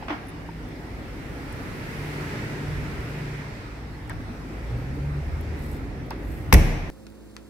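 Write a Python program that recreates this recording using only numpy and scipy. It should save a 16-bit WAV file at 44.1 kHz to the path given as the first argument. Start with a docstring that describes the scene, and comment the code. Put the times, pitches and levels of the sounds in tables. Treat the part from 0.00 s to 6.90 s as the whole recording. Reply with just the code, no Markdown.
"""Van hatch slammed in a garage

A van's rear hatch is swung down and pushed shut, close by, in a garage that opens on a road.
The latch snaps twice (short bursts of noise) and the hollow body booms (low rings that die away).
Hinges, keys and fingers tick, tap and rustle (small puffs of noise and rings); the garage echoes.
One car rolls past outside at steady speed, another pulls away: shaped noise for the tyres and rumble,
sine waves for the engines."""
import sys
import numpy as np
from scipy import signal
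from scipy.io import wavfile
from scipy.ndimage import uniform_filter1d

SR = 44100
rng = np.random.default_rng(int(sys.argv[2]) if len(sys.argv) > 2 else 0)


def invert_db(level):
    """Linear amplitude ratio for a level in decibels (20 dB per decade), elementwise."""
    return 10 ** (np.asarray(level, dtype=float) / 20)


def master_out(mix):
    """Clip the mix to full scale and print it as 16-bit PCM to the path in sys.argv[1]."""
    frames = np.transpose(np.atleast_2d(mix))
    ceiling = np.clip(frames, -1, 1)
    pcm = np.round(ceiling * 32767).astype(np.int16)
    wavfile.write(sys.argv[1], SR, pcm)


N = 304334  # length of the scene [samples]

# latch snaps; levels above and below SPLIT_HZ:
# (time [s], high level [dB], low level [dB], time to die by 60 dB [s])
LATCH_SNAPS = [(6.5254, -15, -5, 0.014), (6.528, -10.5, -9.5, 0.023), (6.5382, -11, -19, 0.031),
               (6.543, -28, -9.5, 0.015), (6.548, -30, -27, 0.02)]
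SPLIT_HZ = 5100
# what the struck lid and lock radiate: (frequency [Hz], level per Hz [dB])
CLANG_SPECTRUM = [(90, -10.5), (150, -3.5), (380, -12), (550, -11.5), (1030, -18), (1300, -23), (2100, -16),
                  (3200, -24.5), (4600, -31), (5800, -25.5), (6700, -28.5), (7500, -33), (13000, -30.5),
                  (15700, -43)]
# the lid lands on its seal, then seats: (time [s], swing level [dB])
LID_BLOWS = [(6.5325, -1.8), (6.5451, -6.8)]
# swinging air and frame of the body:
# (frequency [Hz], level [dB], time to die by 60 dB [s], first swing [out +1, in -1])
BODY_SWINGS = [(36, -3.5, .9, -1), (64.9, -2.9, .19, 1), (86.5, -13.4, .26, -1), (107.7, -4.9, .067, 1),
               (135, -22, .6, 1), (192, -13.7, .28, 1)]
# tiny bright ticks of keys and hinge: (time [s], level [dB], ring [Hz], left minus right [dB])
KEY_AND_HINGE_TICKS = [(0.2703, -44, 10100, 1.5), (0.285, -40, 10500, 6), (0.2924, -39, 10500, -4),
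                       (0.3024, -43, 10500, 4), (0.6883, -46, 14300, -6), (1.5264, -36, 9400, -3),
                       (4.0774, -48.5, 8980, -3.5), (4.096, -31, 8600, 8), (4.131, -48, 7210, -4),
                       (4.6344, -59, 10400, -12), (4.954, -52, 14300, 1.0), (5.27, -55, 9100, 0.5),
                       (5.4113, -39, 13200, -6), (6.0636, -50, 13000, -7), (6.106, -29.5, 5200, -2),
                       (6.107, -41, 10900, -7)]
# dull taps on sheet metal: (time [s], ring level [dB], ring [Hz], clatter level [dB])
METAL_TAPS = [(.024, -32.5, 862, -37), (0.082, -32, 1000, -29.5), (.095, -36, 1090, -32.5),
              (.103, -28, 856, -35), (0.103, -22, 313, -39), (.123, -23.5, 303, -38.5),
              (.489, -30, 920, -61), (4.0965, -28, 1840, -33.5), (4.102, -33, 985, -38),
              (4.108, -32, 1640, -46), (4.116, -33, 1590, -49), (4.196, -32.5, 259, -50),
              (4.296, -29, 233.5, -54), (6.108, -26, 884, -31.5)]
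# loose sheet metal: (frequency [Hz], level per Hz [dB])
CLATTER_SPECTRUM = [(200, -39), (600, 4), (1000, 3), (2000, 0.5), (3500, -9), (6000, -18.5), (9000, -38)]
# strokes of sleeve and fingers: (peak time [s], rise [s], fall [s], peak level [dB])
RUSTLE_STROKES = [(4.53, .06, .05, -75), (4.794, .03, .05, -65), (4.958, .02, .03, -67),
                  (5.65, 0.071, .035, -55), (5.72, .03, .07, -54.5), (6.33, 0.11, 0.18, -57.5)]
# brushing noise: (frequency [Hz], level per Hz [dB])
BRUSH_SPECTRUM = [(4410, -17), (7500, 10), (8380, 8), (9940, 5), (12900, 9), (15700, 1)]
# the passing engine: (time [s], pitch [Hz], fifth multiple [dB], fourth multiple [dB])
CRUISING_ENGINE = [(1.1, 25.63, -44, -68), (1.85, 28.8, -53, -53), (2.05, 29.48, -39.5, -57),
                   (2.44, 29.43, -42, -39), (2.66, 29.52, -37.5, -51), (2.96, 29.64, -42.5, -46),
                   (3.15, 29.4, -35.5, -45.5), (3.5, 29.14, -45, -45), (4.1, 28.1, -56.5, -61)]
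# the engine pulling away; its second multiple sounds under load until lift-off:
# (time [s], pitch [Hz], level [dB], second multiple [dB])
PULLING_ENGINE = [(4.2, 40.4, -46, -58), (4.66, 56.84, -38.5, -45), (4.73, 58.35, -39, -31),
                  (4.86, 65.1, -44, -39), (5.094, 72.6, -34, -33), (5.205, 72, -34.5, -31.5),
                  (5.24, 72.6, -34.5, -52), (5.4, 74.1, -39, -50), (5.5, 76.15, -34, -49.5),
                  (5.63, 72, -41, -41), (5.8, 72.1, -46, -47)]
# wavering low drones from outside: (frequency [Hz], level [dB])
OUTSIDE_DRONES = [(40, -55.5), (56, -46.5), (103, -54.5), (163, -55), (296, -56)]
# traffic through the open door: (time [s], tyre roar [dB], rumble [dB])
ROAD_LEVELS = [(0, -54, -41), (0.6, -51, -41.5), (1.2, -46.5, -39), (1.75, -42, -38), (2.3, -38, -38.5),
               (2.8, -41.5, -36.5), (3.3, -42, -42), (3.6, -45.5, -43.5), (4.0, -53.5, -43.5),
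               (4.76, -47, -37), (5.1, -50, -39), (5.57, -46.5, -38), (6.05, -55.5, -38), (6.37, -53, -38),
               (6.9, -53, -40.5)]
# tyre roar: (frequency [Hz], level per Hz [dB])
TYRE_SPECTRUM = [(240, -22), (400, -2.5), (471, -7), (508, -12), (597, -9), (739, -15.5), (881, -11),
                 (1180, -15.5), (1320, -10), (1510, -11.5), (1990, -8.5), (3200, -18), (8000, -26.5),
                 (10400, -43), (17600, -120)]
# the thin top of the tyre noise: (frequency [Hz], level per Hz [dB])
SPRAY_SPECTRUM = [(3820, -12), (6500, -15), (7080, -4), (9440, 2), (10700, 0.5), (13200, 0), (15700, -8)]
# traffic rumble: (frequency [Hz], level per Hz [dB])
RUMBLE_SPECTRUM = [(13, -27), (22, -2), (54, -3), (144, -2.5), (193, -6.5), (258, -2), (502, -14),
                   (563, -14), (623, -23.5), (700, -18), (910, -23.5), (1540, -120)]
# steady room tone: (frequency [Hz], level per Hz [dB])
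ROOM_SPECTRUM = [(240, -36), (400, -3.5), (504, 1.5), (527, -8.5), (664, -2.5), (875, -3.5), (945, -4),
                 (1170, -4.5), (1520, -7), (1950, -4.5), (3180, -12), (4670, -15.5), (15700, -34)]
# colour of the garage echo: (frequency [Hz], level [dB])
WALL_COLOUR = [(100, 6.5), (400, 1), (1200, -2), (2500, 0), (5000, 1.5), (8500, 2), (13000, -1.5)]
# how long the garage rings: (frequency [Hz], time to die by 60 dB [s])
GARAGE_DECAY = [(120, 1.7), (320, 0.62), (840, 1.27), (2210, 1.42), (5820, 0.92), (10000, 0.59)]
# how alike left and right are: (frequency [Hz], likeness [-1 to 1])
EAR_LIKENESS = [(60, 0.87), (130, 0.87), (290, 0.93), (640, 0.49), (1410, -0.087), (3100, 0.1),
                (6820, -0.081), (15000, -0.032)]
# balance of the noises: (frequency [Hz], left minus right [dB])
EAR_BALANCE = [(60, -1.5), (180, 1), (550, 1), (1650, -4), (4970, 4), (15000, -4.5)]
# colour of the microphone ports: (frequency [Hz], level [dB])
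MIC_COLOUR = [(1400, 4), (2100, 2.5), (2650, 1), (3100, -1.5), (4200, -0.5), (5800, 0.5), (6400, -3),
              (7400, -2), (9300, 1), (13000, 2)]


def latch():
    """Each snap lets the many close modes of lock and lid crackle for a few milliseconds."""
    clang = hiss(CLANG_SPECTRUM, patchy_db=-1.5)
    high = evened(band(clang, SPLIT_HZ, 21000, order=4))
    low = evened(band(clang, 820, SPLIT_HZ))
    out = np.zeros((2, N))
    for s, high_db, low_db, t60 in LATCH_SNAPS:
        snap = invert_db(high_db) * high + invert_db(low_db) * low
        out += snap * dying(s, t60, rise=0.00033)
    return out


def boom():
    """Each blow swings the air and frame of the body, reaching the right port late, and drums the panels."""
    out = np.zeros((2, N))
    swing = sum(way * invert_db(db) * ring(hz, t60) for hz, db, t60, way in BODY_SWINGS)
    drum = evened(band(hiss(CLANG_SPECTRUM, patchy_db=4.0), 230, 1950))
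    for s, db in LID_BLOWS:
        add(out[:1], s - 0.0004, invert_db(db) * swing)
        add(out[1:], s + 0.0004, invert_db(db) * swing)
        out += invert_db(db - 12.5) * drum * dying(s - 0.002, 0.12, rise=0.00048)
    return out


def ticks():
    """Each tick is two narrow puffs of bright noise and a wide crack, gone in milliseconds."""
    out = np.zeros((2, N))
    for s, db, hz, pan_db in KEY_AND_HINGE_TICKS:
        main_ring = burst(0.88 * hz, 1.07 * hz, 0.0078)
        bright_ring = invert_db(-12) * burst(11400, 14500, 0.0081)
        crack = invert_db(-8) * burst(3000, 16000, 0.012)
        add(out, s, invert_db(db) * (main_ring + bright_ring + crack), pan_db)
    return out


def taps():
    """A tap is a low ring plus metal clatter; returns the direct sound and what feeds the echo."""
    swings_to_die, echo_db = 35.2, 17.5  # swings until 60 dB down; echo feed against the clatter
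    out, feed = np.zeros((2, 2, N))
    clatter = hiss(CLATTER_SPECTRUM, patchy_db=-2.5)
    pulse = colour(CLATTER_SPECTRUM)
    pulse = pulse / np.linalg.norm(pulse)
    for s, db, hz, clatter_db in METAL_TAPS:
        t60 = swings_to_die / hz
        add(out, s, invert_db(db) * ring(hz, t60, rise=0.87 / hz))
        # neighbouring modes blur the pitch
        add(out, s, invert_db(db - 18.5) * burst(0.65 * hz, 0.91 * hz, t60))
        out += invert_db(clatter_db) * clatter * dying(s, 2.08 * t60, rise=0.0012)
        add(feed, s, invert_db(clatter_db + echo_db) * pulse)
    return out, feed


def rustle():
    """Fine treble friction, grainy, in strokes that swell and sink."""
    stroke_db = 9  # how far a stroke has sunk one rise before and one fall after its peak
    t = np.arange(N) / SR
    level = np.zeros(N)
    for s, rise, fall, db in RUSTLE_STROKES:
        away = np.maximum((s - t) / rise, (t - s) / fall)
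        level += invert_db(db - stroke_db * np.minimum(away, 10) ** 1.5)
    grain = invert_db(1.6 * evened(uniform_filter1d(rng.standard_normal(N), size=300)))
    return level * grain * hiss(BRUSH_SPECTRUM, patchy_db=1, same=[(5000, 0.38), (15000, 0.29)])


def cruising_engine():
    """The passing engine sounds at whole multiples of one pitch; the second multiple swells once."""
    t = np.arange(N) / SR
    hz, fifth_db, fourth_db, fade = curve(CRUISING_ENGINE)
    turn = 2 * np.pi * np.cumsum(hz) / SR  # phase [radians]
    orders = [(4, fourth_db), (5, fifth_db), (7, fourth_db - 7.5), (10, fifth_db - 14.5)]
    out = np.zeros(N)
    for multiple, db in orders:
        tone = np.sin(multiple * turn + 2 * np.pi * rng.random())
        out += invert_db(db) * waver(1.5, hz=2.3) * tone
    swell = np.exp(-((t - 2.94) / 0.14) ** 2)  # centre and width [s]
    throb = invert_db(-39) * swell * waver(4.0, hz=9.9) * np.sin(2 * turn)
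    return fade * (out + throb)


def pulling_engine():
    """The car pulling away sounds at one changing pitch and at its second multiple."""
    hz, level_db, load_db, fade = curve(PULLING_ENGINE)
    turn = 2 * np.pi * np.cumsum(hz) / SR
    first = invert_db(level_db) * np.sin(turn)
    second = invert_db(load_db) * waver(0.89, hz=13.0) * np.sin(2 * turn)
    return fade * (first + second)


def drones():
    """Low tones from outside whose pitch and level both wander."""
    out = np.zeros(N)
    for hz, db in OUTSIDE_DRONES:
        turn = 2 * np.pi * np.cumsum(hz * waver(0.25, hz=1.528)) / SR
        out += invert_db(db) * waver(3.3, hz=2.05) * np.sin(turn)
    return out


def engines():
    """Low firing orders of both cars and the drones, alike in both ears."""
    return np.sqrt(2) * (cruising_engine() + pulling_engine() + drones())  # makes the levels rms


def tyres(roar_db):
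    """Tyre roar that brightens as it gets louder, with a thin top that follows it a little ahead."""
    top_at_40_db, top_follows, top_leads_s = -57.5, 1.17, 0.2  # top at a roar of -40 dB; dB per dB; lead
    bright_follows = 0.18  # extra dB of the upper roar per dB of roar: nearer is brighter
    t = np.arange(N) / SR
    top_db = top_at_40_db + top_follows * (np.interp(t + top_leads_s, t, roar_db) + 40)
    roar = hiss(TYRE_SPECTRUM, patchy_db=0.7)
    upper = band(roar, 2150, 3900, order=1)
    roar = roar + (invert_db(bright_follows * (roar_db + 49)) - 1) * upper
    return invert_db(roar_db) * roar + invert_db(top_db) * hiss(SPRAY_SPECTRUM, patchy_db=0.5)


def rumble(rumble_db):
    """Low traffic noise whose deepest part wavers and slowly gains on the rest."""
    t = np.arange(N) / SR
    noise = band(hiss(RUMBLE_SPECTRUM, patchy_db=1.0), 34.4, 3700, order=3)
    deep = band(noise, 20, 138)
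    swell = invert_db(-1.5 + 1.21 * t) * waver(3.0, hz=1.86)  # rises 1.21 dB per second
    return invert_db(rumble_db) * (noise - deep + swell * deep)


def road():
    """Tyre noise and rumble follow the passing traffic, over a steady room tone."""
    roar_db, rumble_db, _ = curve(ROAD_LEVELS)
    room = invert_db(-48.5) * hiss(ROOM_SPECTRUM, patchy_db=2.5)
    return room + tyres(roar_db) + rumble(rumble_db)


def garage(x):
    """The echo: sparse taps of random sign, each band dying at its own speed."""
    echoes = np.zeros((2, SR))
    # one tap somewhere in every 20 samples
    at = np.arange(300, SR - 20, 20) + rng.integers(0, 20, (2, (SR - 301) // 20))
    np.put_along_axis(echoes, at, rng.choice([-1., 1.], at.shape), 1)
    hz, t, z = signal.stft(echoes, SR, nperseg=256)
    like = np.clip(read(EAR_LIKENESS, hz), 0, 1)[:, None]
    z[1] = like * z[0] + np.sqrt(1 - like ** 2) * z[1]  # long waves reach both ports alike
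    level_db = read(WALL_COLOUR, hz)[:, None] - 60 * t / read(GARAGE_DECAY, hz)[:, None]
    tail = signal.istft(z * invert_db(level_db), SR, nperseg=256)[1]
    tail = tail / np.linalg.norm(tail[0])
    return signal.fftconvolve(x[:1], tail, axes=1)[:, :N]


def hiss(spectrum, patchy_db, same=EAR_LIKENESS):
    """Two-channel noise of rms 1 with the given spectrum and drifting louder and softer patches."""
    frames, hz = N // 512 + 5, np.fft.rfftfreq(2048, 1 / SR)
    a, b, c, d, patches = rng.standard_normal((frames, 1025, 5)).T
    patches = uniform_filter1d(patches, size=20, axis=0)
    patches = evened(uniform_filter1d(patches, size=8, axis=1))
    like = np.clip(read(same, hz), -1, 1)[:, None]
    left = a + 1j * b
    right = like * left + np.sqrt(1 - like ** 2) * (c + 1j * d)
    lean = read(EAR_BALANCE, hz)[:, None] / 2
    level_db = read(spectrum, hz)[:, None] + patchy_db * patches + np.array([lean, -lean])
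    z = np.array([left, right]) * invert_db(level_db)
    return evened(signal.istft(z, nperseg=2048, noverlap=1536)[1][:, :N])


def waver(depth_db, hz):
    """A randomly wandering factor around 1, such as reflections along the road give a sound."""
    slow_pass = signal.butter(2, hz, fs=SR / 100, output="sos")
    x = evened(signal.sosfilt(slow_pass, rng.standard_normal(N // 100 + 2)))
    return invert_db(depth_db * np.interp(np.arange(N) / 100, np.arange(len(x)), x))


def ring(hz, t60, rise=1e-5):
    """A struck body's sine wave, losing 60 dB in t60 seconds."""
    t = np.arange(SR) / SR
    return np.sin(2 * np.pi * hz * t) * invert_db(-60 * t / t60) * (1 - np.exp(-t / rise))


def burst(lo_hz, hi_hz, t60):
    """A puff of band noise with a sharp start, different in each ear, peak 1."""
    t = np.arange(SR // 4) / SR
    x = band(rng.standard_normal((2, len(t))) * invert_db(-60 * t / t60), lo_hz, hi_hz)
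    return x / abs(x).max(1, keepdims=True)


def dying(s, t60, rise):
    """The loudness shape of a hit at time s: a quick rise, then a steady fall in dB."""
    t = np.maximum(np.arange(N) / SR - s, 0)
    return (1 - np.exp(-t / rise)) * invert_db(-60 * np.minimum(t / t60, 3))


def band(x, lo_hz, hi_hz, order=2):
    """Keeps only the sound between two frequencies."""
    edges = [lo_hz, min(hi_hz, 20000)]
    return signal.sosfilt(signal.butter(order, edges, "bandpass", fs=SR, output="sos"), x)


def colour(points):
    """A short pulse with the given spectrum."""
    hz = np.linspace(0, SR / 2, 200)
    return signal.firwin2(511, hz, invert_db(read(points, hz)), fs=SR)


def curve(rows):
    """Joins the rows at every sample; returns columns and a fade over the table's span."""
    s, *columns = np.transpose(rows)
    t = np.arange(N) / SR
    fade = np.clip(np.minimum(t - s[0], s[-1] - t) / 0.04, 0, 1)
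    return [np.interp(t, s, c) for c in columns] + [fade]


def read(points, hz):
    """Reads a spectrum on a log-frequency axis."""
    f, value = np.transpose(points)
    return np.interp(np.log(hz + 1), np.log(f + 1), value)


def evened(x):
    """Scales to rms 1."""
    return x / np.sqrt(np.mean(x ** 2) + 1e-20)


def add(mix, s, sound, pan_db=0.):
    """Mixes a sound in at time s, leaning to the left by pan_db."""
    part = mix[:, round(s * SR):][:, :sound.shape[-1]]
    sides = invert_db(np.array([[pan_db / 2], [-pan_db / 2]]))[:len(mix)]
    part += sound[..., :part.shape[1]] * sides


def scene():
    """Everything at the microphone."""
    tapping, feed = taps()
    pulse = colour(CLANG_SPECTRUM)
    pulse = pulse / np.linalg.norm(pulse)
    for s, db in LID_BLOWS:
        add(feed, s - 0.006, invert_db(db + 11) * pulse)  # the whole slam rings on in the garage
    hatch = latch() + boom()
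    handling = ticks() + tapping + rustle()
    return hatch + handling + engines() + road() + garage(feed)


def band_limit(x):
    """A steep low-pass at the top of the band."""
    return signal.sosfilt(signal.butter(12, 16950, fs=SR, output="sos"), x)


def record(dry):
    """Low cut, port colour, a soft ceiling that catches the slam, then the band limit."""
    low_cut = signal.butter(3, 30, "highpass", fs=SR, output="sos")
    cut = signal.sosfilt(low_cut, dry)
    heard = signal.oaconvolve(cut, colour(MIC_COLOUR)[None], "same")
    limited = 1.376 * np.tanh(heard / 1.642)
    edge = signal.firwin(301, 15850, window=("kaiser", 8), fs=SR)[None]  # treble ends near 15850 Hz
    finished = signal.oaconvolve(limited, edge, "same")
    return band_limit(finished)


dry = scene()
out = record(dry)
master_out(out)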